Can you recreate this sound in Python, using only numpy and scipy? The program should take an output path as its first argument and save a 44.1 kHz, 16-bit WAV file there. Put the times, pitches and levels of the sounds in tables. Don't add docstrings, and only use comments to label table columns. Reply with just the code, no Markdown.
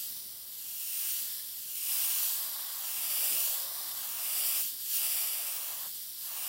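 import sys
import numpy as np
from scipy import signal
from scipy.fft import rfft, irfft, next_fast_len
from scipy.io import wavfile
from scipy.ndimage import map_coordinates

SR = 44100
rng = np.random.default_rng(int(sys.argv[2]) if len(sys.argv) > 2 else 0)


def to_wav(s):
    ch = np.atleast_2d(s).T
    pcm = np.round(np.clip(ch, -1, 1) * 32767)
    wavfile.write(sys.argv[1], SR, pcm.astype(np.int16))


N = 285768


def amp(db):
    return 10 ** (np.asarray(db) / 20)


def unit(x):
    return x / np.sqrt(np.mean(x ** 2) + 1e-20)


def along(points, hz):
    point_hz, values = np.transpose(points)
    return np.interp(np.log(hz + 1), np.log(point_hz + 1), values)


def curve(points, t):
    point_s, values = np.transpose(points)
    return np.interp(t, point_s, values)


def wobble(rate):
    points = rng.standard_normal(int(N * rate / SR) + 4)
    return map_coordinates(points, [np.arange(N) * rate / SR])


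def filtered(x, response):
    size = next_fast_len(N + SR // 2)
    spectrum = rfft(x, size) * response(np.fft.rfftfreq(size, 1 / SR))
    return irfft(spectrum, size)[..., :N]


def noise(colour):
    white = rng.standard_normal(N)
    return unit(filtered(white, lambda hz: amp(along(colour, hz))))


def swept(x, response):
    frame = 1024
    hz, t, frames = signal.stft(x, SR, nperseg=frame)
    return signal.istft(frames * response(hz[:, None], t), SR, nperseg=frame)[1][:N]


def delayed(hz, lag_ms):
    return np.exp(-2j * np.pi * hz * lag_ms / 10 ** 3)


def room(t, drift_db=1.2, hum_hz=176, hum_db=-80):
    # start_s, level_db
    murmur_level = [(0.0, -67.5), (0.35, -70), (1.0, -71), (3.5, -70), (4.55, -68.5), (5.4, -72.5),
                    (6.0, -69), (6.48, -73.5)]
    # frequency_hz, density_db (per Hz)
    murmur_colour = [(20, -40), (33, -15), (46, -4), (75, 0.5), (130, 0), (175, -1), (230, -0.5),
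                     (400, -3.5), (1000, -16), (4000, -45)]
    level_db = curve(murmur_level, t) + drift_db * wobble(6)
    murmur = amp(level_db) * noise(murmur_colour)
    hum_level = amp(hum_db + 2 * wobble(3.95))
    hum = hum_level * np.sin(2 * np.pi * hum_hz * t + wobble(16))
    return murmur + hum


def bumps(t, rise=0.02, gain_db=-9):
    # peak_s, level_db (before gain_db)
    puffs = [(0.108, -66), (0.249, -64), (1.218, -58), (2.969, -58), (3.324, -46), (4.578, -65)]
    # frequency_hz, density_db (per Hz)
    puff_colour = [(40, -30), (110, -16), (180, -1), (300, -2.5), (450, -2), (1200, -43)]
    envelope = np.zeros(N)
    for peak_s, level_db in puffs:
        age = np.maximum(t - peak_s + rise, 0) / rise
        envelope += amp(level_db + gain_db) * age * np.exp(1 - age)
    return envelope * noise(puff_colour)


def height(t):
    # time_s, height (0 bottom to 1 top)
    swing = [(0.0, 0.36), (0.2, 0.07), (1.0, 0.68), (1.42, 0.15), (1.92, 0.76), (2.6, 0.19), (3.17, 0.95),
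             (3.76, 0.11), (4.47, 0.98), (4.77, 0.24), (5.15, 0.99), (6.14, 0.18), (6.48, 0.77)]
    turn_s, turn_height = np.transpose(swing)
    turns = np.arange(len(turn_s))
    leg, part = np.divmod(np.interp(t, turn_s, turns), 1)
    eased = (1 - np.cos(np.pi * part)) / 2
    return np.interp(leg + eased, turns, turn_height)


def surroundings(hz, t, count=20):
    strength = 0.055
    earliest_ms, latest_ms, travel_ms = 1.8, 12, 0.33
    hand_ms = travel_ms * height(t)
    reflections = 0
    for u, v in rng.random((count, 2)):
        lag_ms = earliest_ms + (latest_ms - earliest_ms) * u ** 2 + (2 * v - 1) * hand_ms
        reflections = reflections + delayed(hz, lag_ms)
    return 1 + strength * reflections


def echoes(hz, t):
    # strength (before the filter below),
    # bottom_lag_ms and top_lag_ms (at the bottom and top of the loop)
    nearby = [(.28, .2, .385), (.24, .195, .09), (.18, .486, .87), (.11, .53, .39), (.08, 2.6, 2.93)]
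    lowest_hz, dull_hz = 1300, 11000
    bounces = 0
    for strength, bottom_ms, top_ms in nearby:
        lag_ms = bottom_ms + (top_ms - bottom_ms) * height(t)
        bounces = bounces + strength * delayed(hz, lag_ms)
    bass_cut = hz ** 2 / (hz ** 2 + lowest_hz ** 2)
    treble_cut = 1 / (1 + (hz / dull_hz) ** 2)
    return 1 + bounces * bass_cut * treble_cut


def stroke(t):
    # start_s, end_s (middles of the rise and fall),
    # rush_db (level before swing and gain), body_db (lift of the lower rush)
    strokes = [(0.95, 1.46, -55, -9), (1.87, 4.62, -52, 0.5), (4.957, 5.884, -52.5, 0.5),
               (6.245, 6.6, -52, 1.5)]
    attack_s, release_s = 0.17, 0.04
    glancing_db = -66.5

    def ramp(age, length):
        return np.clip(0.5 + age / length, 0, 1)

    rush_db, body_db = glancing_db, 0
    for start, end, stroke_rush_db, stroke_body_db in strokes:
        contact = ramp(t - start, attack_s) * ramp(end - t, release_s)
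        rush_db = rush_db + (stroke_rush_db - glancing_db) * contact
        body_db = body_db + stroke_body_db * contact
    return rush_db, body_db


def cloth(t, flutter_db=0.8, swing_db=4.5, gain_db=-1.0):
    # frequency_hz, density_db (per Hz)
    rush_colour = [(100, -35), (250, -15.5), (430, -16.5), (540, -1.5), (850, -1), (1100, 1), (1450, -3),
                   (1700, -2), (2400, -5), (4000, -2.5), (9000, -25)]
    # centre_hz, width_hz, usual_db (usual share)
    resonances = [(530, 200, -7.5), (1086, 180, -5)]
    # time_s, share_db
    deep_share = [(0.9, -6), (1.2, -6), (2.0, -17), (2.5, -12), (3.0, -20), (3.2, -4), (3.65, -2),
                  (4.05, -16.5), (4.4, -8.5), (5.1, -12), (5.45, -7), (6.35, -16)]
    hollow_db, hollow_fall_db, hollow_grows = 1, 12, 0.38

    def colour(hz, s):
        rush_db, body_db = stroke(s)
        deep_db = curve(deep_share, s)
        hollow_share_db = (hollow_db - hollow_fall_db * height(s)
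                           + hollow_grows * (rush_db - rush_db.max()))
        resonance_db = 0
        for (centre, width, usual), share in zip(resonances, (deep_db, hollow_share_db)):
            peak = 1 / (1 + (2 * (hz - centre) / width) ** 2)
            resonance_db = resonance_db + (share - usual) * peak
        low_weight = along([(1200, 0.95), (1650, 0)], hz)
        return amp(resonance_db + body_db * low_weight)

    level_db = stroke(t)[0] + swing_db * height(t) + gain_db + flutter_db * wobble(25)
    return amp(level_db) * unit(swept(noise(rush_colour), colour))


def nozzle(t, flutter_db=0.45, sputter_db=0.5, treble_db=0.6, turn_db=1.5, wrist_lead_s=0.29, gain_db=4.0):
    # time_s, level_db (before gain_db and trembling)
    hiss_level = [(0.0, -38), (0.22, -43.5), (0.47, -45.5), (0.99, -35), (1.12, -34), (1.43, -41.5),
                  (1.64, -41.5), (1.97, -31), (2.31, -32.5), (2.49, -38), (2.71, -39.5), (3.21, -31),
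                  (3.48, -32), (3.72, -39), (4.1, -38), (4.39, -31.5), (4.6, -31), (4.76, -41.5),
                  (4.85, -38.5), (4.96, -30.5), (5.2, -32), (5.31, -34.5), (6.17, -43.5), (6.21, -40.5),
                  (6.48, -36.5)]
    # frequency_hz, density_db (per Hz)
    hiss_colour = [(300, -54), (1200, -23.5), (2300, -15.5), (2900, -7), (3900, -9.5), (4700, -5),
                   (6030, -7), (6160, -12.5), (7200, -7.5), (9200, -4), (10100, -5), (11600, -1.4),
                   (14000, -0.9), (15500, .5)]

    def colour(hz, s):
        treble_weight = along([(5500, 0.12), (11000, 0.63)], hz)
        return amp((treble_db - turn_db * height(s + wrist_lead_s)) * treble_weight)

    trembling_db = flutter_db * wobble(35) + sputter_db * wobble(400)
    level_db = curve(hiss_level, t) + gain_db + trembling_db
    return amp(level_db) * swept(noise(hiss_colour), colour)


def scene():
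    t = np.arange(N) / SR
    jet = nozzle(t) + cloth(t)
    spray = swept(jet, lambda hz, s: echoes(hz, s) * surroundings(hz, s))
    return np.tile(spray + bumps(t) + room(t), (2, 1))


def record(dry):
    top_hz = 15800
    return filtered(dry, lambda hz: hz < top_hz)


dry = scene()
out = record(dry)
to_wav(out)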